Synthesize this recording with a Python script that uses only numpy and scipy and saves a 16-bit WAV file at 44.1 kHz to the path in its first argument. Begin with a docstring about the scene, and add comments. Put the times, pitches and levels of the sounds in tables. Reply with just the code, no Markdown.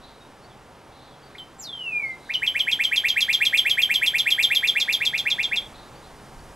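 """Songbird in a leafy garden

A soft two-part note, one long falling whistle, then a fast series of rising and falling whistles, all
near sines with faint overtones and hiss. Discrete echoes and decaying noise stand for a near surface and
foliage. Far birds are short glides with noise tails; traffic, leaves and light wind are shaped noise,
and a treble hiss swells with the song."""
import sys
import numpy as np
from scipy import signal
from scipy.fft import rfft, irfft, next_fast_len
from scipy.io import wavfile
from scipy.ndimage import uniform_filter1d

SR = 44100
rng = np.random.default_rng(int(sys.argv[2]) if len(sys.argv) > 2 else 0)


def generate_wav(sig):
    """Save sig (samples, or channels by samples) to the path in sys.argv[1] as 16-bit PCM at SR."""
    pcm = np.round(np.clip(np.atleast_2d(sig).T, -1, 1) * 32767).astype(np.int16)
    wavfile.write(sys.argv[1], SR, pcm)


N = 288855


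def from_db(db):
    """Turn dB into an amplitude gain."""
    return 10 ** (np.asarray(db) / 20)


def rms_one(x):
    """Scale to rms 1."""
    return x / np.sqrt(np.mean(x ** 2) + 1e-20)


def at_hz(points, hz, axis=1):
    """Read a table column on a log-frequency axis."""
    points = np.array(points)
    return np.interp(np.log(np.maximum(hz, 1)), np.log(points[:, 0]), points[:, axis])


def coloured(spectrum, size=N):
    """White noise shaped by a spectrum, then scaled to rms 1."""
    hz = np.fft.rfftfreq(size, 1 / SR)
    return rms_one(irfft(rfft(rng.standard_normal(size)) * from_db(at_hz(spectrum, hz)), size))


def drift(rate_hz):
    """Random wander of rms 1: noise through two equal one-pole lowpasses at the given rate."""
    pole = np.exp(-2 * np.pi * rate_hz / SR)
    wander = signal.lfilter([1], [1, -2 * pole, pole * pole], rng.standard_normal(N + SR))
    return rms_one(wander[SR:])     # the filter settles during the first second


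def singer():
    """Each side of the voice box sings its own notes: one the rises, the other the falls and long whistle."""
    # syllables, a rise then a fall: [plunge t/s, rise level/dB, fall level/dB, landing f/Hz]
    syllables = [(1.382, -37.5, -33.5, 3172), (2.337, -21.5, -18, 3300), (2.4640, -17.5, -16.5, 3600),
                 (2.5920, -17.5, -16, 3540), (2.714, -16.5, -17, 3790), (2.8368, -15, -17.5, 3520),
                 (2.96, -15, -17, 3805), (3.0844, -14, -19.5, 3650), (3.2061, -14, -17.5, 3820),
                 (3.3283, -14.5, -17, 3910), (3.4509, -13.5, -16, 3760), (3.5730, -13, -14.5, 3790),
                 (3.6960, -14.5, -16.5, 3705), (3.8180, -14, -15.5, 3710), (3.9400, -14.5, -16.5, 3740),
                 (4.0614, -14, -16.5, 3830), (4.1827, -15, -17, 3985), (4.304, -14.5, -16, 3730),
                 (4.4259, -14, -14.5, 4110), (4.5482, -14.5, -16, 3915), (4.673, -15, -16, 3920),
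                 (4.7994, -15, -18.5, 4150), (4.9253, -15.5, -18, 4080), (5.0513, -17, -18, 3950),
                 (5.1774, -17.5, -22.5, 3940), (5.3011, -16.5, -18, 4010), (5.4284, -17, -21, 3940),
                 (5.559, -17.5, -20, 3970)]
    # how the voice changes through the song:
    # [t/s, rise lead before plunge/s, glide length/s, glide end f/Hz, plunge level/dB, brightness/dB]
    voice = [(1.377, 0.036, 0.027, 3057, -22, -15), (2.333, 0.047, 0.017, 2900, -12.5, -15),
             (2.47, .047, 0.02, 2956, -15.5, -7), (3.15, .048, 0.024, 3087, -6, -5),
             (3.8, .048, 0.022, 3018, -10, -2.5), (4.393, .048, .025, 3080, -9.5, -2),
             (4.949, .049, 0.023, 3140, -8.5, -6.5), (5.56, .048, 0.022, 3166, -15.5, -10)]
    # from a moment during the long whistle, before the trill, rises and plunges grow towards full size
    warm_up_start_s, warm_up_s = 1.9, .36
    low_voice, high_voice = silence(), silence()
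    when, *settings = np.transpose(voice)
    for start, rise_db, fall_db, land_hz in syllables:
        lead, glide_s, end_hz, plunge_db, bright_db = (np.interp(start, when, c) for c in settings)
        warm = 1 - np.exp(-max(start - warm_up_start_s, 0) / warm_up_s)
        low_voice = rise(low_voice, start - lead, rise_db, bright_db, warm)
        high_voice = fall(high_voice, start, land_hz, end_hz, glide_s, plunge_db, fall_db, bright_db, warm)
    slide, singing = long_whistle()
    return whistle(low_voice) + whistle(np.where(singing, slide, high_voice))


def rise(track, start, level_db, bright_db, warm):
    """A pitch climb that swells and fades; warming up makes it longer and higher."""
    # shape of a rise: [share of its length, share of the pitch climb, level/dB]
    shape = [(-.12, -.1, -66), (.001, -0.044, -23.5), (0.201, 0.21, -11.5), (.4, .48, -5.5),
             (0.618, .72, -4), (.85, .92, -11.5), (1.001, 1.001, -13.5), (1.118, 1.01, -56)]
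    start_hz = 1581
    top_hz = 2480 + warm * (2804 - 2480)
    length_s = .014 + warm * (.036 - .014)
    share, climb, shape_db = np.transpose(shape)
    hz = start_hz + climb * (top_hz - start_hz)
    return lay(track, start + share * length_s, hz, shape_db + level_db, bright_db, 0)


def fall(track, start, land_hz, end_hz, glide_s, plunge_db, level_db, bright_db, warm):
    """A plunge of a few milliseconds onto the landing pitch, then a slower glide down."""
    # pitch of the plunge: [t/s, f above landing/Hz at depth 1]
    plunge_shape = [(-.001, 3800), (.0005, 2657), (.0016, 1289), (.0027, 400), (.0039, 40)]
    # at those points: [level/dB, extra hiss/dB]
    plunge_level = [(-31.5, 10), (-26.5, 27.5), (-18.5, 36.5), (-15, -1), (-16, -7)]
    # glide after the plunge: [share of its length, share of the way still to fall, level/dB]
    glide = [(0.079, 0.85, -12.5), (.25, 0.59, -6), (0.512, .36, -1.5), (0.75, 0.16, -2),
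             (1.001, .001, -7.5), (1.119, 0.0071, -74)]
    duller_db = -6     # overtones and hiss against those of the rise
    depth = .45 + warm * (.94 - .45)
    t, above_hz = np.transpose(plunge_shape)
    opening_db, hiss_db = np.transpose(plunge_level)
    share, left, glide_db = np.transpose(glide)
    times = start + np.append(t, t[-1] + share * glide_s)
    hz = np.append(land_hz + depth * above_hz, end_hz + left * (land_hz - end_hz))
    levels = np.append(opening_db + plunge_db, glide_db + level_db)
    return lay(track, times, hz, levels, bright_db + duller_db, np.append(hiss_db, 0 * share))


def long_whistle():
    """One long falling slide whose overtones and hiss are strongest at high pitch; also where it sounds."""
    # pitch and level of the slide: [t/s, f/Hz, level/dB]
    points = [(1.584, 7740, -66), (1.593, 7450, -46.5), (1.611, 6930, -50.5), (1.643, 4486, -43),
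              (1.68, 3600, -40), (1.74, 3210, -39.5), (1.781, 3064, -39.5), (1.952, 2396, -31),
              (1.968, 2440, -30), (2.059, 2136, -32), (2.138, 2072, -38.5), (2.17, 2088, -65)]
    t, hz, db = np.transpose(points)
    # brightness in dB grows between the two knee pitches in Hz
    bright_db = -20.5 + np.interp(hz, (3770, 4900), [0, 29])
    slide = lay(silence(), t, hz, db, bright_db, -24)
    singing = slide[1] > -100
    # a moving average over the sung part rounds the corners of the pitch
    pitch_sum = uniform_filter1d(slide[0] * singing, size=900)
    sung_share = uniform_filter1d(1. * singing, size=900)
    slide[0] = np.where(singing, pitch_sum / np.maximum(sung_share, 1e-3), slide[0])
    return slide, singing


def silence():
    """A track of (Hz, dB, brightness dB, hiss dB) too quiet to hear."""
    return np.array([3000., -150., 0., 0.])[:, None] + np.zeros(N)


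def lay(track, t, *columns):
    """Write one note over a track, with straight lines between its points."""
    i = np.arange(max(int(t[0] * SR), 0), min(int(t[-1] * SR), N))
    track = track.copy()
    track[:, i] = [np.interp(i / SR, t, np.broadcast_to(c, len(t))) for c in columns]
    return track


def whistle(track):
    """A near sine with faint overtones and hiss, both coloured by the beak."""
    # overtones: [multiple of the fundamental, level/dB before beak colour and brightness]
    overtones = [(2, -17), (3, -28), (4, -25), (5, -26), (6, -35)]
    # beak colour of overtones and hiss: [f/Hz, level/dB]
    beak = [(3000, -29), (6000, -28), (7500, -1.5), (8500, -3), (9500, -9.5), (11000, -3), (13000, -2),
            (14200, -14), (15800, -14.5)]
    breath_db, wobble = -31, .004   # hiss before brightness; rms share of the pitch
    hz, db, bright_db, hiss_db = track
    hz = hz * (1 + wobble * drift(131.5))
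    phase = 2 * np.pi * np.cumsum(hz) / SR
    upper = from_db(breath_db + hiss_db) * coloured(beak)
    for k, level_db in overtones:
        audible = k * hz < .45 * SR     # leave out overtones that would alias
        gain = from_db(level_db + at_hz(beak, k * hz))
        upper = upper + audible * gain * np.sin(k * phase)
    return from_db(db) * (np.sqrt(2) * np.sin(phase) + from_db(bright_db) * upper)


def garden(song):
    """Hard echoes, duller than the direct sound, and scatter that changes as the bird turns its head."""
    # echoes: [delay t/s, level/dB before dulling]
    echoes = [(.00211, -32), (.00371, -3.5), (.00589, -19.5), (.00771, -9), (0.0115, -32), (0.0139, -21.5),
              (0.0181, -9.5), (.036, -17.5), (.09, -26)]
    dull_hz = 5200
    size = next_fast_len(N + SR)
    hz = np.fft.rfftfreq(size, 1 / SR)
    reflected = sum(from_db(db) * np.exp(-2j * np.pi * hz * t) for t, db in echoes)
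    reflected = reflected / np.sqrt(1 + (hz / dull_hz) ** 4)
    near = irfft(rfft(song, size) * (1 + reflected), size)[:N]
    turn = .5 * drift(3.6)      # head angle in radians
    # the turn crossfades between two independent scatters
    one, other = (signal.fftconvolve(song * aim, scatter())[:N] for aim in (np.cos(turn), np.sin(turn)))
    return near + one + other


def scatter():
    """Response of the foliage: noise that dies band by band."""
    # foliage: [f/Hz, level/dB, t60/s]
    foliage = [(1530, -24.5, 0.88), (2650, -2, 0.15), (3940, -6.5, 0.3), (6170, 6.5, 0.085),
               (13000, 12.5, 0.17)]
    t = np.arange(SR // 2) / SR
    edges = 1200 * 2 ** np.arange(0, 4, .5)     # half-octave steps in Hz
    tail = 0
    for low, high in zip(edges, np.append(edges[1:], 18000)):
        centre = np.sqrt(low * high)
        dying = rng.standard_normal(len(t)) * (1 - np.exp(-t / .004))     # soft onset
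        dying = dying * from_db(-60 * t / at_hz(foliage, centre, axis=2))
        dying = dying / np.sqrt(np.sum(dying ** 2))
        band = signal.butter(2, [low, high], "band", fs=SR, output="sos")
        tail = tail + from_db(at_hz(foliage, centre)) * signal.sosfilt(band, dying)
    return tail


def far_birds():
    """Single whistles, and bouts of twitter made of random steep chips that blur into a wash."""
    # far whistles: [t/s, length/s, start f/Hz, end f/Hz, level/dB]
    whistles = [(.2, 0.041, 3770, 3767, -53.5), (0.415, 0.069, 4320, 4650, -57.5),
                (.49, 0.044, 3800, 3050, -57), (1.04, 0.14, 3510, 3300, -63),
                (1.21, 0.034, 3330, 3300, -59), (1.225, 0.032, 4540, 4595, -53),
                (2.024, 0.086, 4320, 4670, -58.5), (2.1, 0.066, 4110, 3680, -59),
                (5.954, 0.027, 4480, 4760, -51), (6.384, 0.017, 4670, 4300, -54)]
    # bouts of twitter: [t/s, length/s, level/dB of each chip before its tail]
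    bouts = [(.001, 0.065, -54), (0.906, 0.17, -55), (1.276, 0.09, -63), (2.159, 0.2, -53),
             (5.724, 0.083, -54), (5.99, 0.053, -60)]
    low_hz, high_hz = 2950, 5300
    span, chips = high_hz - low_hz, []
    for t, length, db in bouts:
        for when, start, end in rng.random((24, 3)):
            start_hz = high_hz - .6 * start * span
            end_hz = low_hz + .3 * end * span
            chips.append((t + when * length, .02, start_hz, end_hz, db))
    return from_afar(whistles, .23, 1) + from_afar(chips, .6, 0)


def from_afar(notes, t60_s, direct):
    """Short sine glides smeared by a decaying noise tail, plus a share of the direct sound."""
    out = np.zeros(N)
    for start, length, start_hz, end_hz, db in notes:
        start = max(start, 0)
        i = np.arange(int(start * SR), min(int((start + length) * SR), N))
        hz = np.geomspace(start_hz, end_hz, len(i))
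        swell = np.sqrt(np.hanning(len(i)))
        out[i] += from_db(db) * swell * np.sin(2 * np.pi * np.cumsum(hz) / SR)
    t = np.arange(SR // 2) / SR
    tail = rng.standard_normal(len(t)) * from_db(-60 * t / t60_s)
    tail = tail / np.sqrt(np.sum(tail ** 2))
    return direct * out + signal.fftconvolve(out, tail)[:N]


def background(song):
    """Traffic, leaves with the treble hiss, and wind together, each from fresh noise."""
    now = np.arange(N) / SR
    return traffic(now) + leaves_and_treble_hiss(now, song) + wind(now)


def traffic(now):
    """Distant traffic: a steady-coloured noise hum whose level moves slowly."""
    # hum colour: [f/Hz, relative level/dB]
    colour = [(24, -46), (40, -10), (93, -9.5), (135, -4.5), (174, -9.5), (238, -8.5), (339, -9.5),
              (369, -9), (692, -10.5), (785, -8.5), (2540, -22.5), (3860, -25.5), (6000, -35), (7800, -59),
              (13200, -120)]
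    # loudness of the hum: [t/s, rms level/dB]
    level = [(0, -48.5), (2.1, -48), (4.3, -46.5), (5.5, -45), (6.55, -46.5)]
    return from_db(np.interp(now, *np.transpose(level))) * coloured(colour)


def leaves_and_treble_hiss(now, song):
    """Leaf hiss, and apart from the leaves a treble hiss that swells with the song: one flickering noise."""
    # colour of both: [f/Hz, relative level/dB]
    colour = [(1760, -55), (3000, 12), (3690, -39), (4300, -6), (4640, 10.5), (5750, 9.5), (9590, 7),
              (15700, -6.5)]
    # loudness of the leaf hiss before flicker: [t/s, level/dB]
    level = [(0, -64), (2.1, -66), (5.8, -59.5), (6.55, -58)]
    swell_db, window_s = -34, .31     # treble hiss against the song's rms; window of that rms
    loudness = np.sqrt(np.abs(uniform_filter1d(song ** 2, size=int(window_s * SR))))
    leaf_gain = from_db(np.interp(now, *np.transpose(level)))
    treble_gain = from_db(swell_db) * loudness
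    flicker = from_db(.11 * drift(8.5))
    return (leaf_gain + treble_gain) * flicker * coloured(colour)


def wind(now):
    """Light wind: low shaped noise, a steady breeze plus bell-shaped gusts, made lumpy by slow drift."""
    # wind colour: [f/Hz, relative level/dB]
    colour = [(15, -6), (30, 0), (45, -4), (80, -12), (130, -14), (250, -32), (600, -80)]
    # gusts: [centre t/s, half width/s, level/dB before the lumps]
    gusts = [(.01, 0.12, -61), (5.6, 0.19, -59.5), (6.049, 0.29, -61), (6.42, .09, -44.5)]
    breeze_db, lumps_db = -64.5, 2.0
    blowing = from_db(breeze_db)
    blowing = blowing + sum(from_db(db) * np.exp(-((now - t) / width) ** 2) for t, width, db in gusts)
    return blowing * from_db(lumps_db * drift(2.9)) * coloured(colour)


def scene():
    """All sources reach both ports alike; a little background and treble scatter has opposite sign."""
    own_noise_db, wide_db = -24, -20.5
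    song = singer()
    shared = garden(song) + far_birds() + background(song)
    treble = signal.sosfilt(signal.butter(2, 6500, "high", fs=SR, output="sos"), song)
    wide = from_db(wide_db) * signal.fftconvolve(treble, scatter())[:N]
    own = from_db(own_noise_db) * background(song) + wide
    return np.array([shared + own, shared - own])


def record(dry):
    """The two ports differ by a nearly constant phase and a small level offset; the top is cut."""
    # phase between the ports: [f/Hz, lead of the right port/rad]
    port_phase = [(40, 0.35), (150, 0.38), (3000, 0.42), (8000, 0.49), (14000, 0.3)]
    left_db, cutoff_hz = -.5, 16020     # left port against right; start of the cut top
    size = next_fast_len(N + 4096)
    half = at_hz(port_phase, np.fft.rfftfreq(size, 1 / SR)) / 2
    turned = irfft(rfft(dry, size) * np.exp(1j * half * [[-1], [1]]), size)[:, :N]
    turned = turned * from_db([[left_db / 2], [-left_db / 2]])
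    return signal.sosfilt(signal.cheby2(20, 80, cutoff_hz, fs=SR, output="sos"), turned)


dry = scene()
out = record(dry)
generate_wav(out)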